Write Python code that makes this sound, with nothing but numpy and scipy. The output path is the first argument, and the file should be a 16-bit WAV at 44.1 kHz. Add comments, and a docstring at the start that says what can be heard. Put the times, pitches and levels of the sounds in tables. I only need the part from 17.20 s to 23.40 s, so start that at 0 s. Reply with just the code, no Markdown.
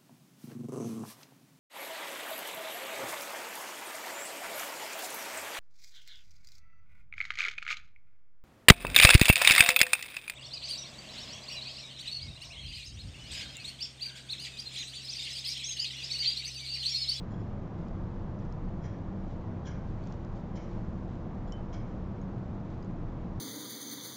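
"""Pipetting in a ventilated lab.

A gloved hand works a plastic pipette between a glass dropper bottle and a small beaker.
Ducts rumble, gloves and sleeves rustle faintly, the pipette ticks, one tap rings the glass.
Farther off something is scraped in short hissy strokes, which the room prolongs."""
import sys
import numpy as np
from scipy import signal
from scipy.fft import rfft, irfft, next_fast_len
from scipy.io import wavfile
from scipy.ndimage import map_coordinates

SR = 44100
rng = np.random.default_rng(int(sys.argv[2]) if len(sys.argv) > 2 else 0)


def generate_wav(signal):
    """Clip the signal to [-1, 1] and save it as 16-bit WAV at the path in sys.argv[1]."""
    frames = np.transpose(np.atleast_2d(signal))
    scaled = np.clip(frames, -1, 1) * 32767
    pcm = np.round(scaled).astype(np.int16)
    wavfile.write(sys.argv[1], SR, pcm)


N = 273420

# duct rumble spectrum: freq_hz, relative_db
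DUCT_SPECTRUM = [(8, -24.5), (15, -9), (26, 6.5), (42, -2.5), (52, -9.5), (68, -0.5), (85, -3), (103, 1),
                 (148, -4.5), (168, -1.5), (210, -7), (255, -13), (290, -13.5), (420, -62)]
# rushing air spectrum: freq_hz, relative_db
AIR_SPECTRUM = [(150, -5), (300, 1.5), (360, 3), (420, -1.5), (640, -1.5), (820, -6), (1050, -7),
                (1400, -14.5), (2000, -21.5), (2800, -29.5), (3500, -32), (4800, -39), (6200, -41.5),
                (7600, -65), (9000, -84.5)]
# duct resonances: pitch_hz, width_hz, rms_db
DUCT_MODES = [(191, 10.1, -48.5), (231.9, 9.8, -56), (325.5, 20, -54)]
# fan tones: pitch_hz, rms_db
FAN_TONES = [(477, -62.5), (806, -72)]
# glove and sleeve rubs: peak_s, length_s, relative_db
HAND_RUBS = [(.61, 0.17, -77), (1.222, 0.13, -78.5), (2.11, 0.14, -74), (2.7, 0.17, -76),
             (2.863, 0.18, -71), (2.929, .03, -73), (3.17, 0.1, -72.5), (3.517, .24, -72.5),
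             (3.913, .22, -77.5), (4.682, 0.075, -77.5), (5.52, .16, -76.5)]
# rustle spectrum: freq_hz, relative_db
RUSTLE_SPECTRUM = [(600, -17.5), (1500, 1.5), (2500, 5.5), (4000, 3), (6000, -2), (8000, -5.5),
                   (9000, -31.5)]
# light strokes: start_s, length_s, relative_db, squeak_db, squeak_hz
LIGHT_STROKES = [(0.099, .03, -71, -79, 6900), (0.128, 0.024, -76, -68, 3320),
                 (0.187, 0.031, -74.5, -82, 5150), (1.613, 0.028, -73, -75, 5220),
                 (4.265, 0.029, -71.5, -82, 7000)]
# pressed strokes: start_s, length_s, rise_s, rasp_db, rasp_hz, whistle_db, whistle_hz, hiss_db, squeal_db
PRESSED_STROKES = [(1.632, 0.036, 0.011, -62.5, 1720, -71, 3270, -67.5, -69.5),
                   (2.447, 0.017, .007, -68.5, 1600, -61, 3300, -66, -81),
                   (2.464, 0.0083, .003, -56.5, 1560, -56, 3040, -61.5, -72),
                   (2.469, 0.02, .003, -63, 1560, -66, 3150, -62.5, -66),
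                   (3.352, 0.017, .002, -65, 1740, -65.5, 3120, -62, -72),
                   (3.369, 0.013, .004, -65, 2210, -67, 3100, -69, -70),
                   (3.396, 0.046, .007, -73, 2210, -75, 3020, -74, -84),
                   (4.525, 0.023, .004, -58.5, 1480, -62, 3200, -60.5, -74)]
# scraped object, light touch: pitch_hz, width_hz, gain_db
SKIM_MODES = [(1640, 310, 11), (3365, 180, 5), (4200, 300, -5), (5110, 300, -2.5), (5650, 370, -8),
              (7030, 360, -4)]
# scraped object under pressure, low range: pitch_hz, width_hz, gain_db
RASP_MODES = [(2240, 440, -9)]
# scraped object under pressure, high range: pitch_hz, width_hz, gain_db
HISS_MODES = [(4000, 620, 0), (5080, 440, 1), (5700, 450, 1.5), (6340, 410, -3.5), (7020, 380, -2.5)]
# pipette contacts: start_s, level_db, pitch_hz, t60_s, crackle_relative_db
PIPETTE_TICKS = [(0.6845, -52.5, 5000, 0.0042, -22), (1.190, -62, 6100, 0.008, -19),
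                 (1.197, -66, 5800, .01, -19), (1.251, -62, 6100, .007, -13), (1.259, -67, 5700, .007, -15),
                 (1.325, -50, 5550, .005, -20), (2.8385, -54, 4580, 0.013, -16),
                 (2.8723, -52, 4700, .004, -13), (2.9242, -54.5, 5970, .008, -7.5),
                 (3.0492, -53, 5500, 0.0026, -24), (3.157, -62, 4200, .011, -15),
                 (3.5135, -68, 4650, 0.012, -13), (5.015, -61.5, 6580, 0.041, -17),
                 (5.502, -61, 3900, 0.011, -16), (5.626, -61, 6570, .009, -16),
                 (5.628, -55, 4950, .015, -25), (5.647, -60, 6750, .015, -24)]
# taps on glass: start_s, level_db
GLASS_TAPS = [(4.3225, -49)]
# glass resonances: pitch_hz, gain_db, t60_s
GLASS_MODES = [(3048, -1, 0.21), (5510, 1.5, 0.028), (5700, -4, 0.017), (5850, 2, 0.011), (6700, 8, 0.0053),
               (7200, -13, 0.067)]
# lab reverberation: freq_hz, t60_s
ROOM_DECAY = [(300, 0.68), (1600, 0.82), (3000, 0.48), (6500, 0.47), (8000, 0.13)]

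TOP_HZ, LEAK_DB = 7650, -19  # band limit, gain above it


def amp(db):
    """Decibels to gain."""
    return 10 ** (np.asarray(db) / 20)


def unit_rms(x):
    """Scale to rms 1."""
    return x / np.sqrt(np.mean(x ** 2) + 1e-20)


def curve(points, hz):
    """Interpolate (freq_hz, value) points on a log frequency axis."""
    f, values = np.transpose(points)
    return np.interp(np.log(hz + 1), np.log(f + 1), values)


def wobble(rate_hz):
    """Smooth random curve."""
    knots = rng.standard_normal(int(N * rate_hz / SR) + 4)
    return map_coordinates(knots, [np.arange(N) * rate_hz / SR], mode="nearest")


def filtered(x, response):
    """Apply a frequency response."""
    size = next_fast_len(N + SR // 2)
    return irfft(rfft(x, size) * response(np.fft.rfftfreq(size, 1 / SR)), size)[:N]


def noise(response):
    """Coloured noise, rms 1."""
    return unit_rms(filtered(rng.standard_normal(N), response))


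def resonance(f, hz, width_hz):
    """Response of one damped mode."""
    return 1j * f * width_hz / (hz * hz - f * f + 1j * f * width_hz)


def modal_noise(modes):
    """Noise through (pitch_hz, width_hz, gain_db) resonances, rms 1."""
    return noise(lambda f: sum(amp(db) * np.abs(resonance(f, hz, width_hz)) ** 2
                               for hz, width_hz, db in modes))


def decay(t, t60_s):
    """Free decay, 60 dB in t60_s."""
    return np.exp(-np.log(1000) * t / t60_s)


def add(track, start_s, sound):
    """Mix in at start_s."""
    part = track[round(start_s * SR):][:len(sound)]
    part += sound[:len(part)]


def ventilation(duct_db, air_db, speed_drift):
    """Ducts rumble and boom, air rushes, faint fan tones wander with fan speed."""
    t = np.arange(N) / SR
    rumble = amp(duct_db) * noise(lambda f: amp(curve(DUCT_SPECTRUM, f)))
    air = amp(air_db) * noise(lambda f: amp(curve(AIR_SPECTRUM, f)))
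    boom = sum(amp(db) * noise(lambda f: resonance(f, hz, 2 * width_hz) ** 2)
               for hz, width_hz, db in DUCT_MODES)
    fan_time_s = t + speed_drift * np.cumsum(wobble(rate_hz=3)) / SR
    tones = sum(amp(db) * np.sqrt(2) * np.sin(2 * np.pi * (hz * fan_time_s + rng.random()))
                for hz, db in FAN_TONES)
    return rumble + air + boom + tones


def gloves(gain_db, rest_relative_db, rise_ratio, drop_db):
    """Rubber and cloth rub: each move swells quickly, fades more slowly."""
    t = np.arange(N) / SR
    power = amp(rest_relative_db) ** 2  # hands never quite still
    for peak_s, length_s, db in HAND_RUBS:
        lengths_away = np.maximum((peak_s - t) / rise_ratio, t - peak_s) / length_s
        power = power + amp(db - drop_db * lengths_away) ** 2
    grains = amp(2.5 * wobble(rate_hz=500)) * rng.standard_normal(N)
    rustle = unit_rms(filtered(grains, lambda f: amp(curve(RUSTLE_SPECTRUM, f))))
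    return amp(gain_db) * np.sqrt(power) * rustle


def stroke(start_s, length_s, rise_s, release_s=0.0036):
    """Friction envelope: ramp, hold, exponential release."""
    age_s = np.arange(N) / SR - start_s
    return np.clip(age_s / rise_s, 0, 1) * np.exp(-np.maximum(age_s - length_s, 0) / release_s)


def light_scrapes(skim_gain_db, rise_s, squeak_width_hz):
    """Light friction: soft onset, resonant noise, thin squeak."""
    out = np.zeros(N)
    skim = amp(skim_gain_db) * modal_noise(SKIM_MODES)
    for start_s, length_s, db, squeak_db, squeak_hz in LIGHT_STROKES:
        squeak = modal_noise([(squeak_hz, squeak_width_hz, 0)])
        out += stroke(start_s, length_s, rise_s) * (amp(db) * skim + amp(squeak_db) * squeak)
    return out


def pressed_scrapes(rasp_width_hz, rasp_release_s, whistle_width_hz, hiss_lag_s,
                    squeal_hz, squeal_width_hz, squeal_rise_s):
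    """Pressed friction bites with rasp and whistle; hiss and squeal build as it takes hold."""
    out = np.zeros(N)
    hiss = modal_noise(HISS_MODES)
    squeal = modal_noise([(squeal_hz, squeal_width_hz, 0)])
    for (start_s, length_s, rise_s, rasp_db, rasp_hz,
         whistle_db, whistle_hz, hiss_db, squeal_db) in PRESSED_STROKES:
        rasp = modal_noise([(rasp_hz, rasp_width_hz, 0), *RASP_MODES])
        whistle = modal_noise([(whistle_hz, whistle_width_hz, 0)])
        out += stroke(start_s, length_s, rise_s, rasp_release_s) * amp(rasp_db) * rasp
        out += stroke(start_s, length_s, rise_s) * amp(whistle_db) * whistle
        out += stroke(start_s, length_s, rise_s + hiss_lag_s) * amp(hiss_db) * hiss
        out += stroke(start_s, length_s, squeal_rise_s) * amp(squeal_db) * squeal
    return out


def pipette(attack_s, crackle_t60_s, contact_gain_db, contact_hz, contact_width_hz):
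    """Each contact: sharp impulse, duller crackle, one quickly damped mode."""
    rings, impulses, crackles = np.zeros((3, N))
    t = np.arange(SR // 10) / SR
    onset = 1 - np.exp(-t / attack_s)
    for start_s, db, hz, t60_s, crackle_db in PIPETTE_TICKS:
        add(rings, start_s, amp(db) * decay(t, t60_s) * onset * np.sin(2 * np.pi * hz * t))
        add(impulses, start_s, amp(db) * (t == 0))
        crackle = decay(t, crackle_t60_s) * rng.standard_normal(len(t))
        add(crackles, start_s, amp(db + crackle_db) * crackle)
    contact = impulses + filtered(crackles, lambda f: 1 / (1 + (f / TOP_HZ) ** 12))
    clicks = filtered(contact, lambda f: resonance(f, contact_hz, contact_width_hz) ** 2)
    return rings + amp(contact_gain_db) * clicks


def glass(attack_s, snap_relative_db, snap_t60_s, cutoff_hz):
    """A tap snaps and rings the glass: high modes die fast, the lowest sings on."""
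    out = np.zeros(N)
    t = np.arange(SR // 2) / SR
    onset = 1 - np.exp(-t / attack_s)
    ring = sum(amp(db) * decay(t, t60_s) * np.sin(2 * np.pi * hz * t) for hz, db, t60_s in GLASS_MODES)
    for start_s, db in GLASS_TAPS:
        snap = amp(snap_relative_db) * decay(t, snap_t60_s) * rng.standard_normal(len(t))
        add(out, start_s, amp(db) * (ring + snap) * onset)
    return filtered(out, lambda f: 1 / (1 + (f / cutoff_hz) ** 10))


def room(x):
    """Lab reverberation: diffuse tail, shorter in the treble, drawn afresh for each short block."""
    out = np.zeros(N)
    block = SR // 10
    for start in range(0, N, block):
        hz, t, spectra = signal.stft(rng.standard_normal(SR // 2), SR, nperseg=256)
        tail = signal.istft(spectra * decay(t, curve(ROOM_DECAY, hz)[:, None]), SR)[1]
        add(out, start / SR, signal.fftconvolve(x[start:start + block], tail / np.linalg.norm(tail)))
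    return out


def scene():
    """Ventilation under near, almost dry handling and far, reverberant scrapes."""
    hum = ventilation(duct_db=-37.5, air_db=-47.5, speed_drift=0.002)
    near = gloves(gain_db=4, rest_relative_db=-80.5, rise_ratio=0.77, drop_db=16.5)
    far = light_scrapes(skim_gain_db=6.5, rise_s=0.013, squeak_width_hz=140)
    far += pressed_scrapes(rasp_width_hz=360, rasp_release_s=0.039, whistle_width_hz=310,
                           hiss_lag_s=0.004, squeal_hz=5720, squeal_width_hz=450, squeal_rise_s=0.012)
    near += pipette(attack_s=0.00016, crackle_t60_s=0.016,
                    contact_gain_db=17.5, contact_hz=5000, contact_width_hz=3600)
    near += glass(attack_s=0.00033, snap_relative_db=-4, snap_t60_s=0.014, cutoff_hz=11000)
    return (hum + near + far + amp(-21) * room(near) + amp(-4) * room(far))[None]


def record(dry):
    """Steep low-pass; a trace of the sharpest snaps leaks above it."""
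    lowpass = signal.butter(16, TOP_HZ, fs=SR, output="sos")
    band = signal.sosfiltfilt(lowpass, dry, padlen=SR // 10)
    return band + amp(LEAK_DB) * (dry - band)


dry = scene()
out = record(dry)
generate_wav(out)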